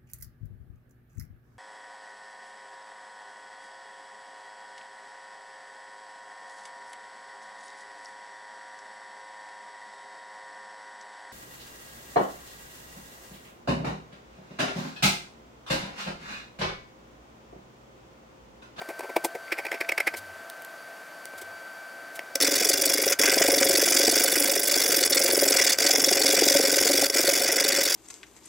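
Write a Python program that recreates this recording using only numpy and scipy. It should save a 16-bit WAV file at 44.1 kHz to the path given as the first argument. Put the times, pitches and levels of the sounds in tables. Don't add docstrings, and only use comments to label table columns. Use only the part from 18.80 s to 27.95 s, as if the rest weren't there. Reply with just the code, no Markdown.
import sys
import numpy as np
from scipy import signal
from scipy.fft import rfft, irfft, next_fast_len
from scipy.io import wavfile
from scipy.ndimage import uniform_filter1d, minimum_filter1d

SR = 44100
rng = np.random.default_rng(int(sys.argv[2]) if len(sys.argv) > 2 else 0)


def store_wav(level_fs):
    pcm = np.round(np.clip(np.atleast_2d(level_fs), -1, 1) * 32767)
    wavfile.write(sys.argv[1], SR, pcm.T.astype(np.int16))


N = 403515
TIME = np.arange(N) / SR
TAPS = 8192
HZ = np.fft.rfftfreq(TAPS, 1 / SR)
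CATCH_AT = .46

# pitch_hz, level_db
CREAK_SPECTRUM = [(700, -40), (1150, -14), (1700, -2.5), (2150, 5.5), (2450, 1.5), (2900, -13),
                  (4400, -20.5), (5500, -12), (6400, -44)]
# pitch_hz, half_width_hz, level_db
FILE_MODES = [(1010, 410, -19), (1532, 162, -5.5), (2060, 230, -3.5), (2413, 170, -7), (2904, 87, -8),
              (3381, 37, -1), (3520, 35, -4), (3690, 330, -9), (4799, 242, 1), (5300, 22, -14),
              (5390, 220, 2.5), (6040, 270, -2), (6200, 190, -5), (7100, 480, -4.5), (7915, 226, -4.5),
              (9200, 670, -13), (9230, 470, -11.5), (9730, 180, -4), (10500, 190, -9), (11200, 1900, -15),
              (14800, 3900, -11.5), (13900, 64, -20), (16100, 195, -10)]
# pitch_hz, half_width_hz, level_db
BOARD_MODES = [(50, 130, -54.5), (92.2, 2.7, -23), (167, 15, -26), (211, 15, -21), (293, 19.8, 0.5),
               (354, 48, -5), (432, 52, -2), (545, 31.3, 1.5), (663, 118, -7.5)]
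# time_s, level_db
PRESSURE = [(3.64, -32.0), (4.23, -34.5), (4.69, -23.5), (5.12, -30.5), (5.29, -24), (5.37, -31),
            (5.77, -30.5), (5.85, -36), (6.18, -29), (6.27, -32.5), (6.63, -24), (6.91, -34), (7.15, -27),
            (7.76, -24), (7.84, -27.5), (8.44, -29.5), (9.03, -34.5), (9.12, -40.5)]


def gain_of(db):
    return 10 ** (np.asarray(db) / 20)


def evened(x):
    return x / np.sqrt(np.mean(x ** 2) + 1e-20)


def read(points, hz):
    f, value = np.transpose(points)
    return np.interp(np.log(hz + 1), np.log(f + 1), value)


def curve(rows, column=1):
    columns = np.transpose(rows)
    return np.interp(TIME, columns[0], columns[column])


def wander(rate_hz):
    size = next_fast_len(N)
    hz = np.fft.rfftfreq(size, 1 / SR)
    smooth = rfft(rng.standard_normal(size)) * np.exp(-(hz / rate_hz) ** 2)
    return evened(irfft(smooth, size)[:N])


def add(mix, s, sound):
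    start = round(s * SR)
    sound = sound[max(-start, 0):]
    part = mix[max(start, 0):][:len(sound)]
    part += sound[:len(part)]


def lean(left_db):
    return gain_of(np.array([[1], [-1]]) * left_db / 2)


def resonances(modes):
    power = sum(gain_of(db) ** 2 / (1 + ((HZ - hz) / width) ** 2) ** 2 for hz, width, db in modes)
    return np.sqrt(power)


def spot(modes, detune, vary_db):
    shifts = rng.standard_normal((len(modes), 2))
    shifted = [(hz * (1 + detune * a), width, db + vary_db * b)
               for (hz, width, db), (a, b) in zip(modes, shifts)]
    return resonances(shifted)


def ring(gain):
    cepstrum = irfft(np.log(np.maximum(gain, gain.max() * 1e-5)))
    cepstrum[1:TAPS // 2] *= 2
    cepstrum[TAPS // 2 + 1:] = 0
    return irfft(np.exp(rfft(cepstrum)))[:TAPS // 2]


def colour(x, gain):
    return signal.oaconvolve(x, ring(gain))[:N]


def contact(middle_s, spread_s, db, response, clump_db=2.0, rise=0.71, fall=1.46):
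    t = np.arange(-TAPS // 8, TAPS // 8) / SR
    clumps = gain_of(clump_db * evened(uniform_filter1d(rng.standard_normal(len(t)), size=70)))
    steepness = t / spread_s / np.where(t < 0, rise, fall)
    slips = clumps * rng.standard_normal(len(t)) / np.cosh(np.clip(steepness, -20, 20))
    sound = signal.fftconvolve(slips, response)
    energy = np.sqrt(2 * np.pi) * spread_s * SR
    return middle_s + t[0], gain_of(db) * sound / np.linalg.norm(sound) * np.sqrt(energy)


def background(left_db=-1.0, spread=0.079):
    # pitch_hz, relative_level_db
    air_spectrum = [(45, -49), (70, -40), (100, -21.5), (300, -10), (420, -10.5), (640, -0.5), (930, -8.5),
                    (1550, -4.5), (2300, -14), (3900, -20.5), (5200, -21), (13500, -26), (16000, -30)]
    # pitch_hz, relative_level_db, wavering_db (rms; its sign is free), left_minus_right_db
    partials = [(672.5, -9, 3.8, -1), (1370, -19.5, 6, 5), (1546, -2.5, 0.74, 3), (1968, -27, 0, 11),
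                (2310, -19.5, -1.5, 4), (4632, -19.5, 2, -4)]
    # time_s, level_db
    whine_strength = [(0, -44.5), (.6, -44), (1.2, -43), (1.7, -46), (2.45, -45.5), (2.65, -42.5),
                      (3.5, -43.5), (9.15, -44.5)]
    air_db = -46.5
    air = [gain_of(air_db) * colour(rng.standard_normal(N), evened(gain_of(read(air_spectrum, HZ))))
           for _ in range(2)]
    clock = TIME + np.cumsum(0.000653 * wander(4.23)) / SR
    whine = 0
    for hz, db, waver_db, side_db in partials:
        tone = gain_of(waver_db * wander(6.9)) * np.sin(2 * np.pi * hz * clock)
        whine = whine + lean(side_db) * gain_of(db) * evened(tone)
    wide_air = lean(left_db) * air[0] + spread * np.array([air[1], -air[1]])
    return wide_air + gain_of(curve(whine_strength)) * whine


def handled(events, detune=0.017):
    # pitch_hz, level_db
    thud_spectrum = [(35, -38), (110, -31), (250, -15), (330, 1), (440, -0.5), (650, 0), (850, -2),
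                     (1100, -11.5), (1500, -32.5)]
    # pitch_hz, level_db
    hiss_spectrum = [(2200, -17), (3400, -4.5), (4600, -5), (5500, -5.5), (6600, -6), (8500, -2.5),
                     (11000, -5), (13300, -5), (16000, -10.5)]
    out = np.zeros(N)
    for s, spread_s, *levels in events:
        pitch = np.exp(detune * rng.standard_normal())
        for db, spectrum in zip(levels, (thud_spectrum, CREAK_SPECTRUM, hiss_spectrum)):
            response = ring(gain_of(read(spectrum, HZ / pitch)))
            add(out, *contact(s - spread_s / 3, spread_s, db, response))
    return out


def knocks(creak_db=-9):
    # middle_s, spread_s, thud_db, hiss_db
    blows = [(0.0178, 0.002, -31, -59), (0.0902, 0.0016, -31, -45), (.103, 0.0066, -36.5, -51),
             (0.1948, 0.0017, -31.5, -39.5), (0.208, 0.00097, -29, -44), (0.24, 0.0084, -37.5, -60),
             (0.298, 0.0042, -34.5, -60), (0.366, 0.0024, -16, -38), (0.4493, .0036, -22.5, -26),
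             (0.5537, 0.0033, -29.5, -60), (2.536, .002, -41, -59), (2.619, 0.0037, -42.5, -41)]
    return handled((s, spread_s, db, db + creak_db, hiss_db) for s, spread_s, db, hiss_db in blows)


def creaks(thud_db=-23.0, thud_follow=0.34, hiss_db=-14):
    # middle_s, spread_s, level_db
    strains = [(0.7245, 0.0031, -22), (0.7888, 0.0053, -30), (0.8538, 0.0029, -31), (0.8674, .0012, -29),
               (0.918, 0.0012, -22), (.928, 0.0026, -31), (0.946, .0046, -34), (1.0109, 0.0031, -23.5),
               (1.093, 0.002, -20), (1.1215, 0.0017, -20), (1.181, 0.0018, -19), (1.2045, 0.0022, -19),
               (1.275, 0.0037, -19), (1.343, 0.0035, -33), (3.3926, 0.00062, -25.5)]
    return handled((s, spread_s, thud_db + thud_follow * db, db, db + hiss_db) for s, spread_s, db in strains)


def screw(db=-41, scatter_db=3, spread_s=.002, count=20):
    # start_s, end_s
    turning_s = (.68, 1.26)
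    out, response = np.zeros(N), ring(gain_of(read(CREAK_SPECTRUM, HZ)))
    chances = rng.standard_normal((count, 2))
    for s, (shift, size) in zip(np.linspace(*turning_s, count), chances):
        add(out, *contact(s + 0.0068 * shift, spread_s, db + scatter_db * size, response))
    return out


def ticks(thud_db=-17, creak_db=-11):
    # middle_s, spread_s, level_db
    touches = [(1.3756, .0069, -38), (1.7002, 0.00027, -29), (1.822, 0.00041, -37.5), (1.849, 0.00063, -37),
               (2.4557, 0.00037, -30), (2.586, 0.0055, -44.5), (3.3597, 0.0055, -41.5)]
    return handled((s, spread_s, db + thud_db, db + creak_db, db) for s, spread_s, db in touches)


def rumble(hz=92, width_hz=9):
    # middle_s, spread_s, level_db
    swells = [(1.48, 0.14, -63), (2.65, 0.11, -66), (4.85, 0.27, -60.5), (6.6, 0.63, -66),
              (8.1, 0.25, -60.5)]
    swell = sum(gain_of(db) * np.exp(-((TIME - s) / spread_s) ** 4) for s, spread_s, db in swells)
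    return swell * evened(colour(rng.standard_normal(N), resonances([(hz, width_hz, 0)])))


def set_down(spread_s=0.0012, thud_db=-8):
    # middle_s, level_db
    taps = [(3.556, -17), (3.613, -16), (4.395, -16.5), (6.3, -26), (6.986, -17), (8.3, -17)]
    out = np.zeros(N)
    for s, db in taps:
        add(out, *contact(s, spread_s, db, ring(resonances(FILE_MODES))))
        add(out, *contact(s, spread_s, db + thud_db, ring(resonances(BOARD_MODES))))
    return out


def push_starts(uneven_s=0.00075):
    # start_s, number of push-and-pull cycles
    pace = [(3.572, 8), (3.928, 9), (4.293, 3), (4.43, 8), (4.754, 15), (5.392, 13), (5.908, 7), (6.198, 4),
            (6.387, 9), (6.78, 4), (6.993, 25), (8.085, 4), (8.251, 2), (8.336, 6), (8.59, 9), (8.958, 5),
            (9.183, 0)]
    runs = [np.linspace(s, until, cycles, endpoint=False)
            for (s, cycles), (until, _) in zip(pace, pace[1:])]
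    starts = np.append(np.concatenate(runs), pace[-1][0])
    return starts + uneven_s * rng.standard_normal(len(starts))


def touch(filing_from_s=3.602):
    # start_s, end_s, level_db
    lifts = [(4.342, 4.388, -37), (5.8, 5.823, -3), (6.278, 6.292, -19), (6.946, 6.986, -17),
             (8.269, 8.332, -13.5)]
    lift_db = sum(db * ((TIME > a) & (TIME < b)) for a, b, db in lifts)
    return uniform_filter1d((TIME > filing_from_s) * gain_of(lift_db), size=60)


def rasp(cycles, touching, rest=0.11, flatten=2.56, steep=2.28, force_db=0.72, bite_db=1.43, clump_db=2.0,
         trims_db=(0, .3, .2), follow=(.55, 1, 1.2), count=8):
    # time_s, growl_db, scrape_db, fizz_db
    push_levels = [(3.64, -29.5, -23.5, -27.5), (4.07, -37, -25.0, -25.5), (4.15, -27, -23, -28.5),
                   (4.23, -37, -33, -28), (4.45, -22, -26.5, -29.5), (4.69, -32.5, -29, -25),
                   (5.29, -32, -23.5, -27.0), (5.61, -29, -28.5, -23), (5.85, -34.0, -29, -25.5),
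                   (5.93, -29.5, -22, -25.5), (6.01, -34.5, -26.5, -28.0), (6.71, -30, -30, -26),
                   (6.81, -27, -24.0, -31), (7.32, -37, -28.5, -28.5), (7.5, -30.5, -25, -28),
                   (9.12, -31.5, -23.5, -28.0)]
    # time_s, growl_db, scrape_db, fizz_db
    pull_levels = [(3.64, -34.5, -27, -35), (4.15, -33, -28, -38), (4.32, -26.5, -22, -32),
                   (5.12, -31.5, -24.5, -31.5), (5.2, -31.5, -21.5, -30.0), (5.53, -32.5, -27, -32),
                   (5.69, -34.5, -24, -29), (5.77, -38, -27, -36.0), (6.18, -29, -24.0, -27),
                   (6.27, -28.5, -20, -35.0), (6.63, -32.5, -24.0, -27), (6.71, -30.5, -21.5, -31.5),
                   (7.67, -29.5, -21.5, -30.5), (8.61, -31, -26.5, -27.5), (8.69, -28.5, -29.5, -44),
                   (9.12, -33.5, -24.5, -30)]
    # growl_to_scrape_hz, scrape_to_fizz_hz
    split_hz = (3000, 8500)
    push_share = .54

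    strokes = 2 * np.floor(cycles) + np.interp(cycles % 1, [0, push_share, 1], [0, 1, 2])
    stroke = strokes.astype(int)
    speed = rest + np.tanh(flatten * abs(np.sin(np.pi * strokes)) ** steep)
    speed /= np.sqrt(np.average(speed ** 2, weights=touching))

    hard, bright = rng.standard_normal((stroke.max() + 1, 2))[stroke].T
    clumps = gain_of(clump_db * np.clip(wander(200), -1.6, 1.6))
    force = gain_of(force_db * hard) * evened(clumps) * touching

    low, not_high = (1 / (1 + (HZ / edge) ** 16) for edge in split_hz)
    bands = np.sqrt([low, (1 - low) * not_high, 1 - not_high])
    place = rng.integers(0, count, stroke.max() + 1)[stroke]
    bodies = [spot(FILE_MODES, detune=0.017, vary_db=2.0) for _ in range(count)]
    out = np.zeros(N)
    for k, band in enumerate(bands):
        level_db = np.where(stroke % 2, curve(pull_levels, k + 1), curve(push_levels, k + 1))
        level_db = level_db + trims_db[k] + bite_db * bright * (k - 1)
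        teeth = force * gain_of(level_db) * speed ** follow[k] * rng.standard_normal(N)
        for n, body in enumerate(bodies):
            out += colour(teeth * (place == n), evened(body * band))
    return out


def boom(cycles, touching, db=-33.5, follow=0.44, swing_db=3.0):
    pressure_db = curve(PRESSURE)
    level_db = db + follow * (pressure_db - np.average(pressure_db, weights=touching))
    shove_db = swing_db * np.cos(2 * np.pi * (cycles - CATCH_AT))
    shaking = rng.standard_normal(N) * gain_of(level_db + shove_db) * touching
    return colour(shaking, evened(resonances(BOARD_MODES)))


def jolts(starts, touching, db=3.5, scatter_db=1.56, scatter_s=0.001503, spread_s=0.0033, lead_s=0.00197):
    # time_s, level_db
    snags = [(4.268, -21.5), (4.689, -17.5), (6.627, -17.5), (7.755, -16.5), (8.102, -18.5), (8.227, -19.5),
             (8.484, -19.5), (8.986, -23)]
    late, size = rng.standard_normal((len(starts) - 1, 2)).T
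    catches = starts[:-1] + CATCH_AT * np.diff(starts) + scatter_s * late
    strength_db = curve(PRESSURE) + 20 * np.log10(touching.clip(1e-5))
    levels = np.interp(catches, TIME, strength_db) + db + scatter_db * size
    for s, snag_db in snags:
        nearest = np.argmin(abs(catches - s))
        catches[nearest], levels[nearest] = s, snag_db
    out = np.zeros(N)
    for s, level_db in zip(catches, levels):
        response = ring(spot(BOARD_MODES, detune=.007, vary_db=1.0))
        add(out, *contact(s - lead_s, spread_s, level_db, response))
    return out


def workshop(x, t60=0.1, wet_db=-15, wide_db=-21, mono_hz=300):
    t = np.arange(TAPS) / SR
    tails = rng.standard_normal((2, TAPS)) * gain_of(-60 * t / t60) * (t > .002)
    mid, side = (signal.oaconvolve(x, tail / np.linalg.norm(tail))[:N] for tail in tails)
    side = signal.lfilter(*signal.butter(2, mono_hz, "high", fs=SR), side)
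    return gain_of(wet_db) * mid + gain_of(wide_db) * np.array([side, -side])


def scene():
    # time_s, left_minus_right_db
    file_place = [(3.6, .2), (4.45, .5), (5.4, -.3), (5.85, -1.4), (6.1, -.3), (8.2, .5), (9.15, 0)]
    starts, touching = push_starts(), touch()
    cycles = np.interp(TIME, starts, np.arange(len(starts)))
    clamp = knocks() + creaks() + screw() + ticks()
    file = set_down() + rasp(cycles, touching)
    wood = clamp + boom(cycles, touching) + jolts(starts, touching)
    direct = lean(curve(file_place)) * file + wood
    return direct + workshop(file + wood) + background() + rumble()


def record(dry, ceiling_db=-4.0, edge_hz=15900):
    # pitch_hz, left_minus_right_db
    balance = [(120, 0), (380, 1.5), (700, 2.1), (1300, .6), (2300, -1.1), (4400, 0), (8100, -.9),
               (13000, 0)]
    allowed = np.minimum(gain_of(ceiling_db) / (abs(dry).max(axis=0) + 1e-9), 1)
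    held = dry * uniform_filter1d(minimum_filter1d(allowed, size=91), size=91)
    edge = abs(rfft(signal.firwin(401, edge_hz, window=("kaiser", 9), fs=SR), TAPS))
    taps = np.fft.fftshift(irfft(lean(read(balance, HZ)) * edge), axes=1)[:, 1:]
    return signal.oaconvolve(held, taps, "same", axes=1)


dry = scene()
out = record(dry)
store_wav(out)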